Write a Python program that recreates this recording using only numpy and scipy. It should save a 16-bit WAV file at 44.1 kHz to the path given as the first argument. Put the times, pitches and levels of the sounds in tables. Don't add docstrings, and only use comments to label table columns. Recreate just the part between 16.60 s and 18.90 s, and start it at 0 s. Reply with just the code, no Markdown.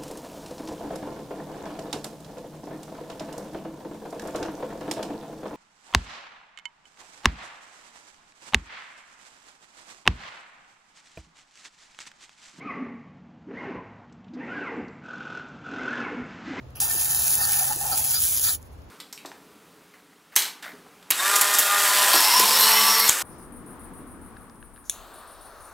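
import sys
import numpy as np
from scipy import signal
from scipy.fft import rfft, irfft, next_fast_len
from scipy.io import wavfile
from scipy.ndimage import uniform_filter1d, map_coordinates

SR = 44100
rng = np.random.default_rng(int(sys.argv[2]) if len(sys.argv) > 2 else 0)


def voltage_ratio(decibels):
    exponent = np.asarray(decibels, float) / 20
    return 10 ** exponent


def output_pcm(signal):
    pcm = np.clip(np.atleast_2d(signal).T, -1, 1) * 32767
    wavfile.write(sys.argv[1], SR, np.round(pcm).astype(np.int16))


N = 101429


def unit(x):
    return x / np.sqrt(np.mean(x ** 2) + 1e-20)


def along(points, hz):
    f, v = np.transpose(points)
    return np.interp(np.log(hz + 1), np.log(f + 1), v)


def curves(rows):
    s, *cols = np.transpose(rows)
    return [np.interp(np.arange(N) / SR, s, c) for c in cols]


def wobble(rate):
    knots = rng.standard_normal(int(N * rate / SR) + 4)
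    return map_coordinates(knots, [np.arange(N) * rate / SR])


def filtered(x, response):
    m = next_fast_len(N + 8192)
    return irfft(rfft(x, m) * response(np.fft.rfftfreq(m, 1 / SR)), m)[..., :N]


def patchy(depth_db):
    z = signal.stft(rng.standard_normal((2, N)), nperseg=512)[2]
    field = uniform_filter1d(rng.standard_normal(z.shape[1:]), size=10, axis=0)
    field = uniform_filter1d(field, size=10, axis=1)
    return unit(signal.istft(z * voltage_ratio(depth_db * unit(field)), nperseg=512)[1][:, :N])


def bursts(times, levels_db, t60):
    places = np.clip((times * SR).astype(int), 0, N - 1)
    marks = np.bincount(places, voltage_ratio(levels_db), N)
    return signal.fftconvolve(marks, voltage_ratio(-60 * np.arange(2048) / SR / t60))[:N]


def swell(start, length):
    t = np.arange(N) / SR
    return np.exp(-abs((t - start) / (0.64 * length)) ** 3)


# frequency in Hz, lead of the right port in radians.
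PORT_LEAD = [(0, 0), (1900, -2.3), (2300, -4.4), (3800, -6.1), (6550, -6.3), (8400, -3.14), (11050, 0),
             (15750, 6.3)]
# frequency in Hz, drift in radians.
PORT_WANDER = [(600, .1), (1800, .3), (2150, .95), (2750, .6), (3700, 1.2), (5300, 1.3), (6500, .45),
               (16000, .35)]
# start in seconds, end in seconds, centre in Hz, width in Hz, bend in radians.
REFLECTION_BENDS = [(0, 2.3, 1550, 120, .6), (0, 2.3, 1800, 110, .7), (0, 1.45, 2900, 130, 1.1),
                    (1.45, 2, 2750, 180, 1.8), (.2, .7, 3350, 90, 1.9), (.72, 1.25, 3290, 110, 2.3),
                    (1.3, 1.55, 3620, 90, 2.7), (0, 2, 4130, 130, 1.6), (.45, 2, 4850, 200, 1.2),
                    (0, 2, 5340, 150, 1.5)]


def ports(pair, alike, offset_from_hz=0, sway=1):
    hz, s, z = signal.stft(pair, SR, nperseg=512, noverlap=384)
    turn = np.arccos(np.clip(along(alike, hz), -1, 1))[:, None] / 2
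    mid, side = z[0] * np.cos(turn), z[1] * np.sin(turn)
    field = rng.standard_normal(mid.shape)
    for _ in range(2):
        field = uniform_filter1d(field, size=20, axis=1)
    bend = 0
    for start, end, centre, width, size in REFLECTION_BENDS:
        bend = bend + size * np.outer(np.exp(-((hz - centre) / width) ** 2), (s > start) & (s < end))
    drift = along(PORT_WANDER, hz)[:, None] * unit(field)
    lead = np.interp(hz, *np.transpose(PORT_LEAD))[:, None] + sway * (bend + drift)
    lead = lead * (hz > offset_from_hz)[:, None]
    both = np.array([(mid + side) * np.exp(-.5j * lead), (mid - side) * np.exp(.5j * lead)])
    return signal.istft(both, SR, nperseg=512, noverlap=384)[1][:, :N]


# frequency in Hz, level in dB.
TRAFFIC_COLOUR = [(25, -20.5), (75, 1.5), (160, -14), (900, -22), (2000, -33), (6000, -42), (11000, -50),
                  (16000, -47)]
# frequency in Hz, likeness from 0 to 1.
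FAR_LIKENESS = [(60, 0.86), (300, 0.7), (700, 0.035), (6000, 0.045), (8000, 0.83), (15000, 0.76)]
# time in seconds, pitch in Hz, level in dB.
ENGINE = [
    (0, 127.6, -50),
    (.4, 132.6, -52),
    (.8, 136.5, -47.5),
    (1.7, 137.7, -53),
    (1.85, 130.1, -58.5),
    (2.3, 117, -77),
]


def street():
    hz, level_db = curves(ENGINE)
    phase = 2 * np.pi * np.cumsum(hz + 1.84 * wobble(13.9)) / SR
    drone = np.sqrt(2) * voltage_ratio(level_db + 0.4 * wobble(12.9)) * np.sin(phase)
    noise = rng.standard_normal((2, N))
    rumble = voltage_ratio(-45.5) * unit(filtered(noise, lambda f: voltage_ratio(along(TRAFFIC_COLOUR, f))))
    return ports(rumble, FAR_LIKENESS, offset_from_hz=7500) + drone


OPEN_S, SHUT_S = .2012, 1.953


def valve():
    t = np.arange(N) / SR
    rise_s, shut_t60_s = 0.00082, 0.046
    return np.clip((t - OPEN_S) / rise_s, 0, 1) * voltage_ratio(-60 * np.maximum(t - SHUT_S, 0) / shut_t60_s)


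# frequency in Hz, width in Hz, level in dB.
CAVITY_MODES = [
    (803, 122, 2.5),
    (1323, 120, -4.5),
    (1790, 96, 1.5),
]
# time in seconds, aim into the cavity in dB, upper resonances relative to that in dB.
JET_AIM = [(0.2, -46, -7.5), (0.248, -47.5, 0.5), (0.744, -45.5, -4), (0.814, -42.5, 2.5), (0.86, -46, 7.5),
           (1.126, -42.5, -3.5), (1.164, -49.5, -3), (1.256, -41, -4.5), (1.5, -47, -16), (1.62, -58, -21),
           (1.85, -56.5, 6), (1.896, -50, 8.5), (1.94, -56.5, -3), (1.95, -77, 11)]
# centre in seconds, length in seconds, level in dB, pitch in Hz.
CAVITY_GULPS = [(.224, 0.03, -43.5, 800), (0.311, 0.017, -39, 1790), (0.8, 0.035, -39, 817),
                (0.803, .02, -35, 1790), (.828, 0.021, -39, 1280), (.906, 0.063, -43, 840),
                (0.91, 0.026, -47, 1780), (0.971, 0.039, -42.5, 800), (0.967, 0.042, -45, 1770),
                (1.004, .025, -45, 1380), (1.017, 0.033, -37, 775), (1.094, .02, -44, 810),
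                (1.113, 0.021, -33, 850), (1.224, 0.024, -36, 795), (1.264, .025, -37, 840),
                (1.332, 0.047, -36, 785), (1.335, 0.052, -42, 1320), (1.399, .03, -42.5, 885),
                (1.58, 0.025, -47, 1330), (1.874, 0.034, -39, 1330)]
# centre in seconds, length in seconds, level in dB.
SLOSHES = [
    (0.31, 0.018, -40),
    (0.83, 0.068, -38),
    (0.985, 0.04, -46),
    (1.116, 0.046, -41.5),
    (1.338, 0.035, -36),
    (1.562, 0.039, -32),
    (1.876, 0.06, -35),
]
# frequency in Hz, level in dB.
SLOSH_COLOUR = [(900, -17), (1350, 2), (1800, -5.5), (2300, -27), (4500, 6.5), (7000, -10)]
# time in seconds, level in dB.
HAND_KNOCKS = [
    (0.358, -44.5),
    (1.17, -47.5),
    (1.338, -46.5),
]


def resonate(modes):
    def response(f):
        total = 0
        for k, (centre, width, db) in enumerate(modes):
            band = 1j * f * width / (centre * centre - f * f + 1j * f * width)
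            total = total + (-1) ** k * voltage_ratio(db) * band
        return total
    return unit(filtered(patchy(depth_db=0.5), response))


def cavity():
    t = np.arange(N) / SR
    aim_db, upper_db = curves(JET_AIM)
    low = voltage_ratio(aim_db - 1.0 + 1.5 * wobble(34.65)) * valve()
    upper = voltage_ratio(aim_db + upper_db - 1.0 + 1.0 * wobble(29.1)) * valve()
    hum = low * resonate(CAVITY_MODES[:1]) + upper * resonate(CAVITY_MODES[1:])

    waver = np.cumsum(35 * wobble(60)) / SR
    gulps = sum(voltage_ratio(db) * swell(s, length) * np.sin(2 * np.pi * (hz * t + waver))
                for s, length, db, hz in CAVITY_GULPS)
    gulps = gulps * voltage_ratio(2.9 * wobble(90))

    bright = sum(voltage_ratio(db) * swell(s, length) for s, length, db in SLOSHES) * voltage_ratio(1.84 * wobble(120))
    colour = [(400, -68)] + SLOSH_COLOUR + [(12000, -55)]
    splash = unit(filtered(patchy(depth_db=5.0), lambda hz: voltage_ratio(along(colour, hz))))

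    knock = sum(voltage_ratio(db) * swell(s, 0.023) for s, db in HAND_KNOCKS) * resonate([(297, 250, 0)])
    return 1.35 * (hum + bright * splash + knock + gulps * [[1], [0]])


# frequency in Hz, level in dB.
SPRAY_COLOUR = [(300, -34), (2200, -13.5), (4000, -11.5), (6500, -5.5), (9800, 1), (12500, -2), (15600, -2),
                (16500, -9.5)]


def nozzle_colour(hz, share=1):
    return voltage_ratio(share * along(SPRAY_COLOUR, hz))


# time in seconds, peak level in dB.
NOZZLE_SPITS = [(0.2018, -7), (0.2036, -18), (0.2058, -12), (0.2083, -12), (0.211, -11), (0.2168, -16),
                (0.2187, -11), (0.2221, -17), (0.2251, -13), (0.2269, -17), (0.2289, -15), (0.2319, -15),
                (0.2339, -15), (0.2399, -16), (0.2418, -18), (0.2437, -20), (0.2458, -16), (0.2478, -19),
                (0.2502, -20), (0.2536, -15), (0.2553, -21), (0.2577, -19), (0.5951, -11), (0.7382, -12),
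                (0.8246, -14), (0.8956, -12), (0.9257, -14), (0.9419, -13), (0.9739, -8), (1.0429, -13),
                (1.0676, -13), (1.1102, -15), (1.1479, -19), (1.1566, -19), (1.215, -15), (1.279, -15),
                (1.3738, -13), (1.3771, -13), (1.396, -11), (1.4435, -13), (1.5155, -11), (1.5363, -12),
                (1.6528, -11), (1.6712, -14), (1.6756, -14), (1.6798, -10), (1.7328, -12), (1.7566, -13),
                (1.7766, -10), (1.8372, -11), (1.8505, -11), (1.8997, -14), (1.9347, -15), (1.9389, -14),
                (1.9461, -16), (1.9544, -18)]


def slugs():
    places = [round(s * SR) for s, _ in NOZZLE_SPITS]
    clicks = np.bincount(places, voltage_ratio([db + 7 for _, db in NOZZLE_SPITS]), N)
    signs = np.sign(rng.standard_normal(N))
    return filtered(clicks * signs * [[1], [0]], lambda hz: nozzle_colour(hz, .55))


# time in seconds, force in dB.
JET_FORCE = [(0.205, -25.5), (0.24, -25), (0.281, -30), (0.315, -24.5), (0.741, -22.5), (0.769, -26.5),
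             (0.963, -23.5), (1.097, -25), (1.137, -30.5), (1.363, -27), (1.377, -24), (1.421, -25.5),
             (1.779, -24.5), (1.807, -28.5), (1.851, -23), (1.923, -27.5), (1.94, -30)]
# time in seconds, level in dB.
FALLING_DROPS = [
    (0.106, -50),
    (.16, -51),
    (2.019, -54),
    (2.028, -45),
    (2.071, -67),
    (2.189, -52),
    (2.22, -52),
    (2.29, -55),
]


def spray():
    t = np.arange(N) / SR
    force_db, = curves(JET_FORCE)
    flow = valve() * voltage_ratio(force_db + 1.16 * wobble(25.4) + 0.28 * wobble(180))

    leak_s, leak_db, sag_db, fall_s = .154, -47, 4, .02
    leak_level = leak_db + sag_db * (1 + np.exp(-abs(t - leak_s) / fall_s))
    leak = (t > leak_s) * (t < OPEN_S + .002) * voltage_ratio(leak_level)

    mist_db, mist_t60_s = -55.5, 1
    mist = (t > SHUT_S) * voltage_ratio(mist_db - 60 * abs(t - SHUT_S) / mist_t60_s + 4.3 * wobble(45.01))

    drops_per_s, drop_s, spread_db = 700, .0004, 2.4
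    draws = rng.random((round(drops_per_s * N / SR), 2))
    drop_db = -spread_db * np.log(draws[:, 1] + .07)
    drops = unit(bursts(draws[:, 0] * N / SR, drop_db, 7 * drop_s))
    drips = bursts(*np.transpose(FALLING_DROPS), 0.0055)

    hiss = (flow + mist) * voltage_ratio(.5) * patchy(depth_db=-0.02)
    hits = flow * voltage_ratio(-1.5) * drops * rng.standard_normal((2, N))
    dribble = filtered((leak + drips) * patchy(depth_db=8.5), lambda hz: nozzle_colour(hz, 0.35))
    colour_rms = np.sqrt(np.mean(nozzle_colour(np.linspace(0, SR / 2, 999)) ** 2))
    return 1.54 * dribble + filtered(hiss + hits, nozzle_colour) / colour_rms


# frequency in Hz, likeness from 0 to 1.
NEAR_LIKENESS = [(300, .85), (850, .95), (1900, .92), (2600, .86), (5200, .86), (6400, .93), (9500, .87),
                 (16000, .85)]


def scene():
    jet = ports(spray() + cavity(), NEAR_LIKENESS)
    spits = ports(slugs(), NEAR_LIKENESS, sway=0)
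    return jet + spits + street()


def band_limit(x):
    top_hz = 15700

    def edge(hz):
        skirt = voltage_ratio(-34 - (np.maximum(hz - top_hz, 0) / 135) ** 2)
        return (1 - np.tanh((hz - top_hz) / 22)) / 2 + skirt
    return filtered(x, edge)


STEREO_EDGES = np.r_[88:176:4, 176:264:11, 264, 292, 320:769:32]


def joint(x):
    limit_db, jitter_db, shift = -5.2, 1.8, 809
    how = dict(window="cosine", nperseg=2048, noverlap=1024)
    sum_diff = np.pad([x[0] + x[1], x[0] - x[1]], ((0, 0), (shift, 0)))
    z = signal.stft(sum_diff, **how)[2]
    band = np.searchsorted(STEREO_EDGES, np.arange(z.shape[1]), "right")
    power = np.add.reduceat(abs(z) ** 2, np.r_[0, STEREO_EDGES], axis=1)
    power = uniform_filter1d(power, size=2, axis=2)
    limit = voltage_ratio(2 * (limit_db + jitter_db * rng.standard_normal(power.shape[1:])))
    keep = (power > limit * power[::-1])[:, band] | (band == 0)[:, None]
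    mid, side = signal.istft(z * keep, **how)[1][:, shift:shift + N] / 2
    return np.array([mid + side, mid - side])


def roll_off(x):
    return signal.sosfilt(signal.butter(12, 17060, fs=SR, output="sos"), x)


def record(dry):
    mix = joint(band_limit(dry))
    return roll_off(mix)


dry = scene()
out = record(dry)
output_pcm(out)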